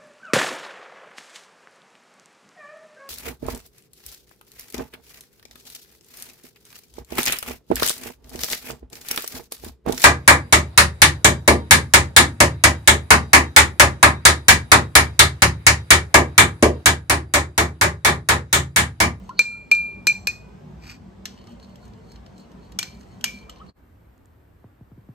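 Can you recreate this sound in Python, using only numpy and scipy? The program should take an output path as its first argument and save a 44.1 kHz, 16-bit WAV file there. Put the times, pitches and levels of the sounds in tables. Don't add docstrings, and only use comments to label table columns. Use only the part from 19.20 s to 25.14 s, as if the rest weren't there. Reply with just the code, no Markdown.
import sys
import numpy as np
from scipy import signal
from scipy.fft import rfft, irfft, next_fast_len
from scipy.io import wavfile
from scipy.ndimage import uniform_filter1d, map_coordinates

SR = 44100
rng = np.random.default_rng(int(sys.argv[2]) if len(sys.argv) > 2 else 0)


def generate_wav(signal):
    frames = np.transpose(np.atleast_2d(signal))
    scaled = np.clip(frames, -1, 1) * 32767
    pcm = np.round(scaled).astype(np.int16)
    wavfile.write(sys.argv[1], SR, pcm)


def volts_from_db(level):
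    exponent = np.asarray(level, float) / 20
    return 10 ** exponent


N = 261954
CHANGE_S = 4.527
STIR_FROM_S, STIR_TO_S = 2.12, 4.5

# frequency in Hz, gain in dB.
DRONE_SPECTRUM = [(40, -7.5), (63, -7), (192, -5), (260, -9), (400, -10.5), (510, -13), (1010, -17.5),
                  (1390, -24.5), (3000, -33), (7900, -42.5), (9000, -42), (12200, -45.5), (14000, -51),
                  (15000, -72)]
# frequency in Hz, gain in dB.
QUIET_SPECTRUM = [(43, -5), (87, -4.5), (135, -14), (280, -16), (500, -23), (1600, -30.5), (3500, -44),
                  (6400, -51), (9200, -47.5), (10300, -61.5), (11800, -41.5), (14300, -42.5),
                  (15300, -62.5)]
# frequency in Hz, width in Hz, height in dB re the flat base.
ROOM_MODES = [(58.3, 8.2, 13), (100, 4.9, 7), (148, 3, 4), (191.2, 11, 10.5), (235.6, 8.9, 8)]
# time in seconds, level in dB.
DRONE_LEVEL = [(0, -43), (.19, -48.5), (.5, -47.5), (1.4, -45.5), (1.8, -46.5), (3.2, -47), (4.49, -45.8)]
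# time in seconds, level in dB.
QUIET_LEVEL = [(4.6, -56), (5.94, -53)]
# frequency in Hz, correlation from -1 to 1.
LIKENESS = [(60, 0.94), (180, 0.89), (550, 0.06), (1650, 0.14), (4970, 0.38), (15000, -0.35)]
# frequency in Hz, gain in dB.
GAP = [(9000, -2), (9500, -30), (10900, -30.5), (11300, -3)]
# 4.3 kHz ring, 3 kHz ring, swish.
STROKES = [(.06, 0.11, -69.5, -67, -62), (0.189, 0.0371, -40, -58.5, -69), (2.186, 0.12, -62.5, -65, -68),
           (2.31, .1, -64.5, -58.5, -62.5), (2.436, 0.03, -51.5, -74, -62), (2.503, .08, -62, -67, -66),
           (2.651, .1, -61, -74, -61), (2.785, 0.037, -74, -61, -78), (2.908, 0.095, -58.5, -69, -59),
           (3.198, 0.078, -56.5, -74, -60), (3.45, .1, -62.5, -73, -66), (3.724, .1, -58.5, -63, -59),
           (3.813, 0.07, -70, -70, -61), (3.926, .14, -66, -71, -63), (4.16, .14, -56, -60, -55),
           (4.404, 0.029, -80, -57, -84), (4.497, 0.029, -51.5, -81, -85)]
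# frequency in Hz, gain in dB.
SWISH_SPECTRUM = [(900, -29), (1500, -4.5), (3000, -7.5), (6100, -4.5), (8500, -1), (12000, -6),
                  (15000, -21)]
# start in seconds, level in dB, starting pitch in Hz, t60 in seconds, pitch rise as a share.
BUBBLES = [(0.092, -20, 960, 0.063, 0.23), (0.109, -35, 1363, 0.073, 0.054), (.31, -47, 1351, .1, 0.035),
           (.345, -44.5, 1350, 0.11, 0.038), (2.275, -47.5, 1200, 0.093, .05),
           (2.628, -47, 1420, 0.049, 0.049), (3.358, -49, 1232, 0.028, .05),
           (4.291, -31.5, 1250, 0.036, .03), (4.4, -38.5, 1030, 0.094, 0.31),
           (4.413, -32.5, 1255, 0.055, 0.048)]
# start in seconds, blow level in dB, treble tilt in dB,
# ring in dB re the blow, ring tilt near 3 kHz in dB.
CLINKS = [(0.0922, -33, -5.5, -39.5, 5), (0.192, -5, -2, -34, -8.5), (0.2158, -28, -6.5, -34.5, -7),
          (0.5145, -8, -4.5, -34, -11), (0.5494, -33, -1, -26.5, -5.5), (0.8696, -6, 1.5, -32, -4),
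          (1.0712, -9.5, 0.5, -36, -13.5), (2.0547, -22.5, -3.5, -37, 5.5), (2.1871, -52, -15, -24, -2.5),
          (2.2403, -54, -2.5, -30, 9), (2.319, -55, -2, -32, 6.5), (2.96, -49, -8, -34, 10.5),
          (2.2707, -47.5, -7, -37, 2), (2.3979, -49.5, -7, -32.5, -1), (2.5569, -45.5, 1.5, -36, 18),
          (2.6785, -54.5, 8, -43, -4.5), (2.9181, -45, -1, -51, -3), (3.0628, -45.5, -8.5, -35.5, 8),
          (3.18, -51, -1, -27, -10), (3.3164, -52.5, 0, -40, 8), (3.5199, -43, -2.5, -38.5, 8),
          (3.5886, -13, 4, -44, 10), (3.6283, -21.5, -3.5, -31, 2.5), (3.8099, -48, -4, -37.5, 1.5),
          (4.0103, -40, 3, -40, 17), (4.0413, -10, 2.1, -44.5, 11), (4.1874, -48.5, -11, -26, -5),
          (4.2958, -32, 0, -36.5, 17.5)]
# time in seconds, grip from 0 to 1.
GRIP = [(0, 0.15), (.8, 0.12), (1.0, 0.77), (1.07, 0.35), (1.6, 0.8), (6, 0.58)]
# frequency in Hz, relative level in dB, t60 in seconds without grip, blurred power share from 0 to 1.
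GLASS_MODES = [(1340, -14, .08, .3), (1750, -12, .06, .3), (2780, -14, .1, .5), (3020, -8, .14, .5),
               (3115, -8, .2, .4), (3790, -13, .2, .5), (4075, -7, .5, .6), (4200, -1, .62, .55),
               (4255, -4, .62, .7), (4420, -6, .55, .7), (4545, -12, .3, .7), (5200, -14, .13, .6),
               (5900, -8, .5, .8), (6013, -1, .5, .65), (6490, -13, .2, .6), (6850, -12, .3, .5),
               (7580, -2, .6, .15), (12150, -18, .2, .5), (13300, -16, .15, .5), (14050, -16, .08, .5)]
# frequency in Hz, gain in dB.
CRACK_SPECTRUM = [(300, -27.5), (700, -22.5), (1800, -13.5), (2500, -20), (4200, -15.5), (6000, -9),
                  (8000, -20), (10300, -18), (12800, -17.5), (14500, -33.5), (16500, -54)]
# start in seconds, quick level in dB, quick t60 in seconds,
# quick pitch above its twin in Hz, twin pitch in Hz, twin level in dB, twin t60 in seconds.
WALL_MODE = [(.192, -2, .115, .65, 2385, -19, .6), (.515, -.7, .184, 2.75, 2385, -13.3, .56),
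             (.871, -3.8, .147, 15.6, 2385, -16.7, .28), (1.072, -11.5, .1, -20, 2475, -35, .46),
             (3.589, -23, .09, 48, 2345, -33, .33), (4.042, -21.5, .12, 12.3, 2352, -31, .45)]
# time in seconds, pitch in Hz, rms level in dB.
SLIDE = [(1.4, 146, -55), (1.45, 148.5, -46), (1.562, 147.5, -47.5), (1.64, 145, -62)]
# time of the peak in seconds, peak level in dB.
SLIPS = [(1.637, -53), (1.697, -34)]
# frequency in Hz, gain in dB.
RUB_SPECTRUM = [(530, -49.5), (900, -20), (1230, 4), (2390, -0.5), (3230, -6.5), (4630, -11.5), (5550, -5),
                (7770, -14.5), (8350, -25), (9420, -72), (11700, -6.5), (14000, -27), (16000, -99)]
# frequency in Hz, width in Hz, height in dB re the flat base.
RUBBED_MODES = [(2420, 69, 16), (4670, 330, 17.5), (6100, 150, 5), (8060, 310, 18), (12350, 200, 9.5),
                (13500, 200, 7)]
# start in seconds, overall gain in dB, click in dB re that gain, final pitch in Hz.
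TAPS = [(4.814, -61, 2, 108.5), (5.442, -37, -7, 105), (5.609, -34.5, -9.5, 102), (5.716, -36, -11, 107.8),
        (5.777, -34.5, -22, 105), (5.888, -30.5, -9.5, 112.2)]
# start in seconds, level in dB, pitch in Hz.
TICKS = [(4.9794, -54, 7040), (5.0576, -46, 7660)]
# frequency in Hz, t60 in seconds.
ROOM_DECAY = [(300, .3), (2000, 0.16), (6000, 0.25), (9000, 0.047), (13000, 0.067)]
# frequency in Hz, lead of the left port in radians.
PORT_LEAD = [(0, 0.5), (2500, -1), (3360, 2.09), (5170, -2.5), (6290, -6.5), (14100, -11.5), (14800, -11),
             (16400, -24)]
# time in seconds, gain in dB.
FADE = [(0, 1), (4.495, 1.5), (4.527, -23), (4.575, 2), (6, -1)]


def unit(x):
    return x / np.sqrt(np.mean(x ** 2) + 1e-20)


def along(points, hz):
    f, v = np.transpose(points)
    return np.interp(np.log(hz + 1), np.log(f + 1), v)


def curves(rows):
    s, *cols = np.transpose(rows)
    t = np.arange(N) / SR
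    gate = uniform_filter1d(1. * (t >= s[0]) * (t <= s[-1]), size=40)
    return [np.interp(t, s, c) for c in cols] + [gate]


def wobble(rate):
    knots = rng.standard_normal(int(N * rate / SR) + 4)
    return map_coordinates(knots, [np.arange(N) * rate / SR])


def filtered(x, response):
    m = next_fast_len(x.shape[-1] + 8192)
    return irfft(rfft(x, m) * response(np.fft.rfftfreq(m, 1 / SR)), m)[..., :x.shape[-1]]


def peaks(modes, hz):
    return np.sqrt(1 + sum(volts_from_db(db) ** 2 / (1 + (2 * (hz - c) / w) ** 2) for c, w, db in modes))


def add(track, s, sound):
    part = track[round(s * SR):][:len(sound)]
    part += sound[:len(part)]


def rush(gain, patchy_db):
    z = signal.stft(rng.standard_normal((2, N)), nperseg=2048)[2]
    field = uniform_filter1d(rng.standard_normal(z.shape[1:]), size=2, axis=0)
    field = uniform_filter1d(field, size=5, axis=1)
    pair = signal.istft(z * volts_from_db(patchy_db * unit(field)), nperseg=2048)[1][:, :N]

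    def mid_side_gain(hz):
        half_angle = np.arccos(np.clip(along(LIKENESS, hz), -1, 1)) / 2
        return gain(hz) * [np.cos(half_angle), np.sin(half_angle)]

    mid, side = filtered(pair, mid_side_gain)
    body = filtered(mid, lambda hz: (hz > 40) * (hz < 1200))
    return np.array([mid + side, mid - side]) / np.std(body)


def kitchen():
    drone = rush(lambda hz: volts_from_db(along(DRONE_SPECTRUM, hz) + along(GAP, hz)) * peaks(ROOM_MODES, hz), patchy_db=3.0)
    quiet = rush(lambda hz: volts_from_db(along(QUIET_SPECTRUM, hz)), patchy_db=1.5)
    drone = volts_from_db(curves(DRONE_LEVEL)[0]) * drone
    quiet = volts_from_db(curves(QUIET_LEVEL)[0]) * quiet
    early = np.arange(N) < CHANGE_S * SR
    return volts_from_db(0.44 * wobble(3)) * np.where(early, drone, quiet)


def stirring():
    def flicker(rate):
        return volts_from_db(2.5 * wobble(rate)) * rng.standard_normal(N)

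    def band(center_hz, width_hz):
        return unit(filtered(flicker(60), lambda hz: 1 / (1 + (2 * (hz - center_hz) / width_hz) ** 2)))

    grains = (rng.random(N) < 400 / SR) * volts_from_db(5 * rng.standard_normal(N))
    swish = unit(filtered(flicker(44) + 9 * grains, lambda hz: volts_from_db(along(SWISH_SPECTRUM, hz))))
    swish = swish + 0.223 * band(6350, 280)
    upper, lower = band(4320, 360), band(3060, 300)
    t = np.arange(N) / SR
    levels = np.zeros((3, N))
    for s, length, *db in STROKES:
        levels += volts_from_db(np.array(db)[:, None] - 13 * np.abs(2 * (t - s) / length))
    return np.sum(levels * [upper, lower, swish], axis=0)


def chance_bubbles():
    count = 90
    when = rng.uniform(STIR_FROM_S, STIR_TO_S, count)
    size, tune = rng.standard_normal((2, count))
    return [(s, -59 + 4 * a, 2592 * 2 ** (0.6 * b), .03, .04) for s, a, b in zip(when, size, tune)]


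def bubbles():
    out, t = np.zeros(N), np.arange(SR // 5) / SR
    for s, db, hz, t60, rise in BUBBLES + chance_bubbles():
        pitch = hz * (1 + rise * (1 - np.exp(-t / 0.02)))
        envelope = volts_from_db(db - 60 * t / t60) * (1 - np.exp(-t / 0.003))
        add(out, s, envelope * np.sin(2 * np.pi * np.cumsum(pitch) / SR))
    return out


def grip_at(s):
    return np.clip(np.interp(s, *np.transpose(GRIP)), 0, 1)


def shimmer(count, t, rate):
    knots = rng.standard_normal((2, count, int(t[-1] * rate) + 2))
    k, part = (t * rate).astype(int), t * rate % 1
    smooth = knots[..., k] * (1 - part) + knots[..., k + 1] * part
    return unit(smooth[0]) / np.sqrt(2) + 1j * unit(smooth[1]) / np.sqrt(2)


def touches():
    count = 14
    when = rng.uniform(STIR_FROM_S, STIR_TO_S, count)
    size, third = rng.standard_normal((2, count))
    return [(s, -55 + 2.5 * a, -9, -27, 6 * b) for s, a, b in zip(when, size, third)]


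def clinks():
    sharp, ringing, t = np.zeros(N), np.zeros(N), np.arange(SR // 2) / SR
    mode_hz, mode_db, t60, blur = np.transpose(GLASS_MODES)[:, :, None]
    waves = np.exp(2j * np.pi * mode_hz * t)
    for s, db, treble_db, ring_db, third_db in CLINKS + touches():
        grip = grip_at(s)
        knock_db = 2.6 - 6 * grip
        top_db = -1.1 + 1.5 * min(treble_db, 2)
        tilt_points = [(1000, knock_db - 2.5), (1800, knock_db), (2400, 0.01), (3050, third_db), (3900, 0),
                       (4600, 0), (6500, treble_db - 4.0), (8500, treble_db + 2.5), (11500, top_db)]
        tilt = lambda hz: volts_from_db(along(tilt_points, hz))

        noise = unit(filtered(rng.standard_normal(len(t)), lambda hz: tilt(hz) * volts_from_db(along(CRACK_SPECTRUM, hz))))
        crack = volts_from_db(-60 * t / (.011 + .012 * grip)) * (1 - np.exp(-t / .0007)) * noise
        hiss = filtered(noise, lambda hz: volts_from_db(along([(5000, -0.5), (8000, -3.0), (12000, -3)], hz)))
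        hiss_level = volts_from_db(-33.0 + 18 * grip - 60 * t / 0.3)

        life = t60 * (1 - .9 * grip)
        fall = volts_from_db(-60 * t / life) * (1 + 11.0 * volts_from_db(-60 * t / 0.069))
        blurring = np.sqrt(1 - blur) + np.sqrt(blur) * shimmer(len(GLASS_MODES), t, rate=130)
        cluster = np.imag(waves * blurring)
        strength = tilt(mode_hz) * volts_from_db(mode_db + 0.83 * rng.standard_normal(mode_hz.shape))
        ring = np.sum(strength * fall * cluster, axis=0)

        thud = (1 - grip) ** 2 * volts_from_db(-25.5 - 60 * t / 0.077) * np.sin(2 * np.pi * 480 * t)
        add(sharp, s, volts_from_db(db) * (volts_from_db(-5.5 + 7.7 * grip) * crack + thud))
        add(ringing, s, volts_from_db(db) * (hiss_level * hiss + volts_from_db(ring_db) * ring))
    return sharp, ringing


def singing():
    out = np.zeros(N)
    stops = [row[0] for row in WALL_MODE[1:]] + [CHANGE_S]
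    for (s, db, t60, split_hz, hz, twin_db, twin_t60), stop in zip(WALL_MODE, stops):
        t = np.arange(min(round((stop - s) * SR), SR // 2)) / SR
        quick = volts_from_db(db - 60 * t / t60) * np.exp(2j * np.pi * split_hz * t)
        twin = volts_from_db(twin_db - 60 * t / twin_t60)
        blur = np.clip(1.5 * grip_at(s) ** 1.8, 0, 1)
        spread = np.sqrt(1 - blur) + np.sqrt(blur) * shimmer(1, t, rate=220)[0]
        mute = volts_from_db(-9 * np.clip(1 - (stop - s - t) / 0.1, 0, 1))
        onset = 1 - np.exp(-t / 0.0011)
        add(out, s, mute * onset * np.imag((quick - twin) * spread * np.exp(2j * np.pi * hz * t)))
    return out


def sliding():
    hz, db, gate = curves(SLIDE)
    return gate * volts_from_db(db) * np.sqrt(2) * np.sin(2 * np.pi * np.cumsum(hz) / SR)


def scraping():
    grit = volts_from_db(3.4 * wobble(68.71) + 2.5 * wobble(400)) * rng.standard_normal(N)
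    t = np.arange(N) / SR
    rise_db_s, fall_db_s = 425, 400
    slips = sum(volts_from_db(db - np.maximum(rise_db_s * (s - t), fall_db_s * (t - s))) for s, db in SLIPS)
    return slips * unit(filtered(grit, lambda hz: volts_from_db(along(RUB_SPECTRUM, hz)) * peaks(RUBBED_MODES, hz)))


def tapping():
    out, t = np.zeros(N), np.arange(SR // 5) / SR
    for s, db, click_db, final_hz in TAPS:
        pitch = final_hz + 420 * np.exp(-t / 0.0043)
        thump = (1 - np.exp(-t / 0.0093)) * volts_from_db(5.5 - 60 * t / .1) * np.sin(2 * np.pi * np.cumsum(pitch) / SR)
        noise = unit(filtered(rng.standard_normal(len(t)), lambda hz: 1 / (1 + (hz / 900) ** 4)))
        click = volts_from_db(click_db - 60 * t / 0.018) * (1 - np.exp(-(t / 0.00056) ** 2)) * noise
        add(out, s, volts_from_db(db) * (thump + click))
    for s, db, hz in TICKS:
        add(out, s, volts_from_db(db - 60 * t / 0.0023) * np.sin(2 * np.pi * hz * t))
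    return out


def room(x):
    out, step = np.zeros((2, N + SR)), SR // 5
    delay = 200
    for start in range(0, N, step):
        hz, t, z = signal.stft(rng.standard_normal((2, SR // 2)), SR, nperseg=256)
        decay = volts_from_db(-60 * t / along(ROOM_DECAY, hz)[:, None])
        tail = signal.istft(z * decay, SR, nperseg=256)[1]
        wet = signal.fftconvolve(x[None, start:start + step], tail / np.linalg.norm(tail[0]), axes=1)
        out[:, start + delay:][:, :wet.shape[1]] += wet[:, :N + SR - start - delay]
    return out[:, :N]


def ports(x):
    sign = np.array([[1], [-1]])
    return filtered(x, lambda hz: np.exp(.5j * along(PORT_LEAD, hz) * sign)) * volts_from_db([[.3], [-.3]])


def scene():
    background = kitchen()
    friction = stirring() + scraping()
    sharp, ringing = clinks()
    soft = ringing + friction + bubbles()
    sing = singing()
    wet = room(volts_from_db(-14) * (sharp + soft) + volts_from_db(-27) * sing)
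    gapped = filtered(ports(soft) + wet, lambda hz: volts_from_db(along(GAP, hz)))
    near = ports(sharp + sing) + sliding() + tapping()
    return volts_from_db(curves(FADE)[0]) * (near + gapped + background)


def low_pass(x):
    return signal.sosfilt(signal.butter(12, 16810, fs=SR, output="sos"), x)


def record(dry):
    x = filtered(dry, lambda hz: 1 / np.sqrt(1 + (46 / (hz + 1)) ** 12))
    x = x / (1 + np.abs(x / .95) ** 6) ** (1 / 6)
    return low_pass(x)


dry = scene()
out = record(dry)
generate_wav(out)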